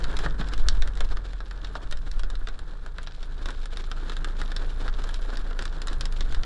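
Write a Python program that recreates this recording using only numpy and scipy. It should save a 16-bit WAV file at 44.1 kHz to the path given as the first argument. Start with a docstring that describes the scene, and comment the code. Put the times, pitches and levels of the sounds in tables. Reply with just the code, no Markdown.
"""The front seat of a slowly rolling car in hail and heavy rain.
Hailstones knock on the steel roof and tick on the windscreen: bursts of noise that die away, shaped by the panels.
Rain is a dense patter of tiny blows over steady noise; fat drops swell and heavy blows boom the roof.
Underneath, the engine's sine waves sink to idle, and low noise sways and rumbles over the flooded street."""
import sys
import numpy as np
from scipy import signal
from scipy.fft import rfft, irfft, next_fast_len
from scipy.io import wavfile
from scipy.ndimage import map_coordinates

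SR = 44100
rng = np.random.default_rng(int(sys.argv[2]) if len(sys.argv) > 2 else 0)


def transcribe(signal):
    """Save signal, clipped to [-1, 1], as a 16-bit WAV file at the path in sys.argv[1]."""
    frames = np.atleast_2d(signal).T
    limited = np.clip(frames, -1, 1)
    pcm = np.round(limited * 32767).astype(np.int16)
    wavfile.write(sys.argv[1], SR, pcm)


N = 284445

# strength of the downpour before the trims of each layer: time_s, roof_level_db, glass_level_db
DOWNPOUR = [(0.0, -40, -52.5), (0.3, -44.5, -56.5), (0.97, -46.5, -57.5), (1.17, -50, -62),
            (1.35, -53, -61), (1.72, -48.5, -57), (2.05, -53, -64), (2.14, -50.5, -60), (2.87, -52.5, -61),
            (3.09, -54, -58), (3.5, -47.5, -58.5), (3.56, -52, -57), (4.26, -45.5, -55),
            (4.65, -46.5, -57.5), (5.15, -46, -53), (5.59, -47.5, -58.5), (5.69, -47, -55.5),
            (6.45, -46.5, -55)]
# colour of rain drumming on the roof: pitch_hz, level_db (relative)
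DRUMMING_COLOUR = [(120, -22.5), (250, 3), (340, 0), (430, 2), (600, -4), (850, -5.5), (1150, -4),
                   (1450, -1.5), (1720, -4), (2050, -18), (2600, -27.5), (5000, -58)]
# colour of rain pattering on the glass: pitch_hz, level_db (relative)
PATTER_COLOUR = [(1200, -36.5), (2200, -2), (2700, -3.5), (3600, 2), (4100, 0.5), (4600, -5), (5400, -8),
                 (6300, -13.5), (7400, -11), (8300, -19), (10200, -18.5)]


def amp(db):
    """Turn decibels into a gain."""
    return 10 ** (np.asarray(db) / 20)


def unit(x):
    """Scale x to an average strength (rms) of 1."""
    return x / np.sqrt(np.mean(x ** 2) + 1e-20)


def along(points, hz):
    """Read a (pitch, value) table at any pitch, on a log pitch axis."""
    table_hz, values = np.transpose(points)
    return np.interp(np.log(hz + 1), np.log(table_hz + 1), values)


def curves(rows):
    """Turn each column after the time into a curve with one value per sample."""
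    time_s, *columns = np.transpose(rows)
    return [np.interp(np.arange(N) / SR, time_s, column) for column in columns]


def wobble(rate):
    """A smooth random curve through this many random points a second."""
    points = rng.standard_normal(int(N * rate / SR) + 4)
    return map_coordinates(points, [np.arange(N) * rate / SR])


def swell(s, width_s):
    """A bell-shaped rise and fall around time s, 17 dB down at width_s to either side."""
    out = np.zeros(N)
    first = max(int((s - 2 * width_s) * SR), 0)
    last = min(int((s + 2 * width_s) * SR), N)
    near = np.arange(first, last)
    out[near] = np.exp(-2 * ((near / SR - s) / width_s) ** 2)
    return out


def add(out, s, sound):
    """Mix a sound into out at time s."""
    out[max(round(s * SR), 0):][:len(sound)] += sound


def filtered(x, response):
    """Weight each frequency of x by the gain that response gives."""
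    m = next_fast_len(N + SR // 2)
    return irfft(rfft(x, m) * response(np.fft.rfftfreq(m, 1 / SR)), m)[:N]


def band(x, lo_hz, hi_hz, order=3):
    """Keep only the frequencies between two edges, without sounding early."""
    edges = [lo_hz, min(hi_hz, SR / 2 - 1)]
    return signal.sosfilt(signal.butter(order, edges, 'band', fs=SR, output='sos'), x)


def noise(spectrum):
    """Steady noise with this colour, at rms 1."""
    return unit(filtered(rng.standard_normal(N), lambda hz: amp(along(spectrum, hz))))


def ping(spectrum, size=2048):
    """A short click with this colour that starts at once (minimum phase, by way of the cepstrum)."""
    gain = amp(along(spectrum, np.fft.rfftfreq(size, 1 / SR)))
    cepstrum = irfft(np.log(gain))
    # folding the second half onto the first leaves nothing before the start
    cepstrum[1:size // 2] *= 2
    cepstrum[size // 2 + 1:] = 0
    return irfft(np.exp(rfft(cepstrum)))[:size // 2]


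def blow(t60, crack, size=2048, crack_t60=0.0038):
    """A hard crack at contact, with bending waves that scatter through the panel and die (t60 in s)."""
    t = np.arange(size) / SR
    decay_s = np.maximum([[t60], [crack_t60]], .001)
    waves, contact = rng.standard_normal((2, size)) * amp(-60 * t / decay_s)
    contact[0] += np.linalg.norm(contact)  # the first wave front arrives in one piece
    return waves / np.linalg.norm(waves) + crack * contact / np.linalg.norm(contact)


def drops(rate, spread_db, t60, spectrum, crack):
    """Drops of random size fall all over a panel, each ringing in its own way; rate is drops a second."""
    out = np.zeros(N + SR)
    for when, size in rng.random((int(rate * N / SR), 2)):
        one_drop = amp(spread_db * size ** 2) * blow(t60, crack, size=1024)
        add(out, when * N / SR, one_drop)
    return unit(signal.oaconvolve(out[:N], ping(spectrum))[:N])


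def engine(level_db=0, second_db=-19, third_db=-32):
    """The firing rate and its first two overtones throb unevenly through the floor."""
    # the engine sinking to idle, before small wobbles: time_s, firing_rate_hz, level_db
    idling_down = [(0.0, 43.6, -31.5), (0.72, 42.17, -27.5), (1.78, 40.31, -34.5), (2.06, 38.7, -37.5),
                   (2.35, 32.1, -26), (2.55, 28.6, -38), (3.0, 25.52, -32.5), (3.65, 25.95, -28),
                   (4.89, 25.78, -24.5), (5.3, 27.85, -25.5), (5.68, 26.73, -27.5), (6.09, 25.22, -23.5),
                   (6.32, 22.11, -19), (6.45, 22.17, -25.5)]
    rate, level = curves(idling_down)
    uneven_rate = rate * (1 + 0.016 * wobble(19))
    phase = 2 * np.pi * np.cumsum(uneven_rate) / SR
    throb = np.sin(phase)
    throb = throb + amp(second_db) * np.sin(2 * phase)
    throb = throb + amp(third_db) * np.sin(3 * phase)
    return amp(level + level_db + 0.5 * wobble(14)) * unit(throb)


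def ride():
    """The car rolls with a low rumble; each bump sways the body, pumps the cabin air and shakes the tyres."""
    # bumps in the street: centre_s, sway_level_db, rumble_level_db, width_s
    bumps = [(.12, -20.5, -39, 0.38), (.73, -15.5, -32.5, 0.24), (1.08, -17, -38.5, 0.12),
             (2.0, -24.5, -40.5, 0.32), (2.19, -15.5, -48, 0.13), (2.42, -21.5, -50, 0.21),
             (3.47, -32, -42.5, 0.11), (4.8, -32, -42, 0.53), (5.42, -24, -52, .07),
             (6.0, -24.5, -37.5, 0.14), (6.34, -21.5, -35.5, 0.15)]
    # colour of the swaying body: pitch_hz, level_db (relative)
    sway_colour = [(3, 4), (9, 21), (14, 20.5), (22, 13), (32, 10), (45, -15), (80, -62)]
    # colour of the tyre rumble: pitch_hz, level_db (relative)
    road_colour = [(25, -31.5), (42, -3.5), (55, 0), (70, -12), (95, -11.5), (130, -20), (300, -64)]
    sway, rumble = amp(-35), amp(-45)  # between the bumps
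    for s, sway_db, rumble_db, width_s in bumps:
        bump = swell(s, width_s)
        # strengths add as energies
        sway = np.hypot(sway, amp(sway_db) * bump)
        rumble = np.hypot(rumble, amp(rumble_db) * bump)
    return sway * noise(sway_colour) + rumble * noise(road_colour)


def rain(roof_db=-1.0, glass_db=-1.5, pellet_db=-8, wash_db=-6, boom_db=-3.5, hiss_db=-4.5, sheets_db=2.5):
    """Sheets of rain drum on the roof, so that the cabin booms, and patter on the glass among tiny ice pellets."""
    # colour of the tiny ice pellets: pitch_hz, level_db (relative)
    pellet_colour = [(300, -24), (1500, -10), (2300, -28), (3700, 9.5), (5400, -12), (6400, -13.5),
                     (7400, 1), (8300, -16), (10200, 6.5)]
    # colour of the booming cabin: pitch_hz, level_db (relative)
    boom_colour = [(70, -15), (110, 0.5), (155, 11), (172, 3.5), (195, -2), (250, -5), (400, -37.5)]
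    roof, glass = curves(DOWNPOUR)
    sheets = wobble(35)
    drumming = drops(rate=400, spread_db=8.0, t60=0.048, spectrum=DRUMMING_COLOUR, crack=0.27)
    drumming = drumming + amp(wash_db) * noise(DRUMMING_COLOUR)
    patter = drops(rate=350, spread_db=12, t60=.028, spectrum=PATTER_COLOUR, crack=.45)
    patter = amp(sheets_db * sheets) * (patter + amp(hiss_db) * noise(PATTER_COLOUR))
    pellets = drops(rate=18, spread_db=9, t60=.014, spectrum=pellet_colour, crack=1)
    on_glass = amp(glass_db) * patter + amp(pellet_db) * pellets
    on_roof = amp(roof_db + 1.18 * sheets) * drumming + amp(boom_db) * noise(boom_colour)
    return amp(roof) * on_roof + amp(glass) * on_glass


def splashes(roof_db=-12.5, spray_db=-3.0):
    """A fat drop spreads into a crown of droplets: a short swell of drumming and spray, longer the fatter the drop."""
    # fattest drops and lumps of slush, before the two trims above: centre_s, roof_level_db, spray_level_db
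    fat_drops = [(0.104, -28, -45.5), (0.205, -27.5, -43), (0.248, -21, -37.5), (0.403, -25.5, -40),
                 (0.531, -27.5, -43), (0.599, -32, -42.5), (1.049, -34, -45.5), (1.122, -27, -44),
                 (1.256, -32, -45), (1.767, -34.5, -44), (1.834, -31.5, -48), (2.073, -32, -46.5),
                 (3.492, -28, -46.5), (3.733, -33.5, -44), (3.802, -29.5, -44), (4.135, -42, -43),
                 (4.4, -30.5, -41), (4.624, -28, -46.5), (4.703, -35, -44), (4.812, -27.5, -46.5),
                 (4.859, -25.5, -48), (4.995, -28, -44.5), (5.295, -25, -48), (5.336, -25, -45.5),
                 (5.619, -29, -45), (5.922, -28.5, -52), (6.169, -42, -42)]
    usual_width_s, usual_db, doubling_db = .018, -31, 23  # doubling_db more roof level doubles the width
    roof, spray = np.zeros((2, N))
    for s, roof_level, spray_level in fat_drops:
        width_s = usual_width_s * 2 ** ((roof_level - usual_db) / doubling_db)
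        crown = swell(s, width_s)
        roof += amp(roof_level + roof_db) * crown
        spray += amp(spray_level + spray_db) * crown
    return roof * noise(DRUMMING_COLOUR) + spray * noise(PATTER_COLOUR)


def thuds(low_hz=148, high_hz=166, upper_db=-3):
    """The roof's two lowest modes ring after a heavy blow."""
    # heavy blows, before a 5 dB lift: start_s, level_db, t60_s (time to fall by 60 dB)
    heavy_blows = [(0.257, -35, 0.21), (0.399, -31, 0.1)]
    out, t = np.zeros(N + SR), np.arange(SR // 4) / SR
    modes = np.sin(2 * np.pi * low_hz * t) + amp(upper_db) * np.sin(2 * np.pi * high_hz * t)
    for s, level_db, t60 in heavy_blows:
        add(out, s, amp(level_db + 5.0 - 60 * t / t60) * modes)
    return out[:N]


def cabin(x, size=8192, build_s=0.0025):
    """The short, padded reverberation of the car's interior: noise that dies faster at higher pitch."""
    # how long the cabin rings: pitch_hz, t60_s (time to fall by 60 dB)
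    ring_times = [(150, 0.34), (1500, 0.11), (4000, 0.087), (10000, 0.043)]
    hz, t, z = signal.stft(rng.standard_normal(size), SR, nperseg=256)
    decay = amp(-60 * t / along(ring_times, hz)[:, None])
    tail = signal.istft(z * decay, SR, nperseg=256)[1]
    tail *= 1 - np.exp(-np.arange(len(tail)) / SR / build_s)  # the echoes take a moment to build up
    return signal.fftconvolve(x, tail / np.linalg.norm(tail))


def cushioned(x, corner_hz):
    """A longer contact rounds off the highs."""
    return signal.lfilter(*signal.butter(2, np.clip(corner_hz, 950, 4000), fs=SR), x)


def stone(peak_db, knock_db, splinter_db, shell, crack=0.41, room_db=-12, contact_hz=2600, mush_db=10):
    """One stone: a hard one ticks higher, a mushy one knocks deeper; ice splinters add the top treble."""
    tick = peak_db - 15.5  # a tick's peak stands this far over its body
    knock = knock_db - 1
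    hardness = tick - knock
    # above -20.5 dB a stone bounces clear: the ring halves every 4.5 dB
    glass_t60 = 0.024 / 2 ** (max(peak_db + 20.5, 0) / 4.5)
    roof_t60 = 1.47 * glass_t60
    roof = signal.fftconvolve(blow(roof_t60, crack), shell)
    roof = cushioned(roof, contact_hz * 2 ** (hardness / mush_db))
    glass = signal.fftconvolve(blow(glass_t60, crack=.9), shell)
    # 16 dB more hardness lifts the lower edge of the tick an octave, within limits
    edge_hz = np.clip(3130 * 2 ** (hardness / 16), 2650, 4800)
    knock_part = band(roof, 149, 2640)
    tick_part = band(glass, edge_hz, 5970, order=2)
    splinter_part = band(glass, 8580, 14200)
    parts = knock_part, tick_part, splinter_part
    levels = knock, tick, splinter_db + 1
    attack = round(.012 * SR)  # levels are those of the first 12 ms
    hit = sum(amp(db) * part / np.std(part[:attack]) for part, db in zip(parts, levels))
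    heard = amp(room_db) * cabin(hit)
    add(heard, 0, hit)
    return heard


def hail(small_db=-3):
    """Big stones stand out, each with its own echo; small ones fall at random, as strong as the downpour."""
    # clearest stones, before the delay below and the trims in stone():
    # time_s, glass_tick_peak_db, roof_knock_db, splinters_db
    big_stones = [(0.0406, -23, -39.5, -52.5), (0.1672, -21.5, -39.5, -49), (0.1885, -25, -35.5, -47),
                  (0.2607, -31, -27.5, -65), (0.4108, -27.5, -32.5, -63), (0.4858, -31, -48, -55),
                  (0.5348, -24.5, -37, -50), (0.5776, -32, -45, -55), (0.685, -10, -31, -34),
                  (0.8212, -21, -35.5, -51), (0.8742, -30.5, -40, -53), (0.9527, -37, -53, -59),
                  (0.9727, -31.5, -46, -56), (1.0052, -21, -31.5, -46.5), (1.169, -29.5, -39.5, -62),
                  (1.3322, -37, -45, -63), (1.4036, -34, -39, -68), (1.51, -32.5, -41, -60),
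                  (1.645, -26, -42, -60), (1.7525, -31, -31.5, -68), (1.911, -29, -44, -51),
                  (1.9235, -24.5, -37, -51), (1.9711, -35, -49, -56.5), (2.1131, -29, -48.5, -53.5),
                  (2.1936, -30.5, -41, -53), (2.2334, -30.5, -40.5, -60), (2.3005, -30, -44, -53.5),
                  (2.353, -30, -46.5, -64), (2.4712, -28, -38, -63), (2.4855, -28.5, -40.5, -56),
                  (2.59, -34, -45, -56), (2.8615, -39.5, -42, -59), (2.9825, -29.5, -37, -59),
                  (3.03, -40, -52, -55), (3.0713, -27.5, -42, -69), (3.228, -31.5, -46, -63),
                  (3.457, -24, -37, -53), (3.486, -31.5, -36.5, -56), (3.5044, -30.5, -44, -54),
                  (3.6558, -31.5, -43, -52.5), (3.7702, -24.5, -41, -52), (3.914, -26, -36.5, -52.5),
                  (4.0958, -26, -38, -55), (4.1185, -37, -41.5, -60), (4.1663, -26.5, -40.5, -54),
                  (4.2443, -23.5, -34, -49), (4.4144, -27, -34, -50), (4.517, -29, -38.5, -56),
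                  (4.563, -20, -38, -50), (4.8789, -30, -34, -63), (5.0391, -30, -39, -51.5),
                  (5.09, -30, -39, -55), (5.1417, -25.5, -43.5, -51), (5.3704, -26, -41.5, -53),
                  (5.5089, -38.5, -40.5, -67), (5.5902, -23, -33.5, -52.5), (5.6224, -27.5, -39, -50),
                  (5.6529, -25, -38, -48.5), (5.8168, -25.5, -40.5, -51), (5.8707, -29, -38.5, -43.5),
                  (5.8816, -23, -39, -58), (5.9293, -31, -44, -52), (6.0086, -20, -37, -43),
                  (6.0537, -22.5, -39, -45), (6.1232, -32, -47, -51), (6.2068, -20.5, -37.5, -50),
                  (6.323, -31, -42, -55), (6.3455, -25.5, -38, -54), (6.4331, -25, -39, -59)]
    # how roof, glass and cabin colour a blow: pitch_hz, level_db (relative)
    shell_colour = [(60, -32), (160, -5), (330, -6.5), (600, -2.5), (850, -5), (1400, 5), (1700, 5.5),
                    (2250, -4), (3700, 6.5), (4500, -0.5), (5400, -1.5), (6400, -10.5), (7400, -11),
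                    (8300, -24.5), (10200, -28)]
    start_delay_s = 0.001001  # every big stone starts this long after its listed time
    out, shell = np.zeros(N + SR), ping(shell_colour)
    for s, peak_db, knock_db, splinter_db in big_stones:
        add(out, s + start_delay_s, stone(peak_db, knock_db, splinter_db, shell))
    small = drops(rate=14, spread_db=6, t60=.02, spectrum=shell_colour, crack=.8)
    glass_db = curves(DOWNPOUR)[1]
    return out[:N] + amp(glass_db + small_db) * small


def scene():
    """Engine, road, rain and hail meet in the cabin."""
    return (engine() + ride() + rain() + splashes() + thuds() + hail())[None]


def record(dry):
    """A small microphone: the top treble rolls off and ends at a band limit."""
    # treble roll-off: pitch_hz, level_db
    roll_off = [(9300, -0.5), (10500, -5.5), (11100, -13.5), (12000, -23)]
    top_hz = 12200
    return filtered(dry[0], lambda hz: amp(along(roll_off, hz)) * (hz < top_hz))[None]


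dry = scene()
out = record(dry)
transcribe(out)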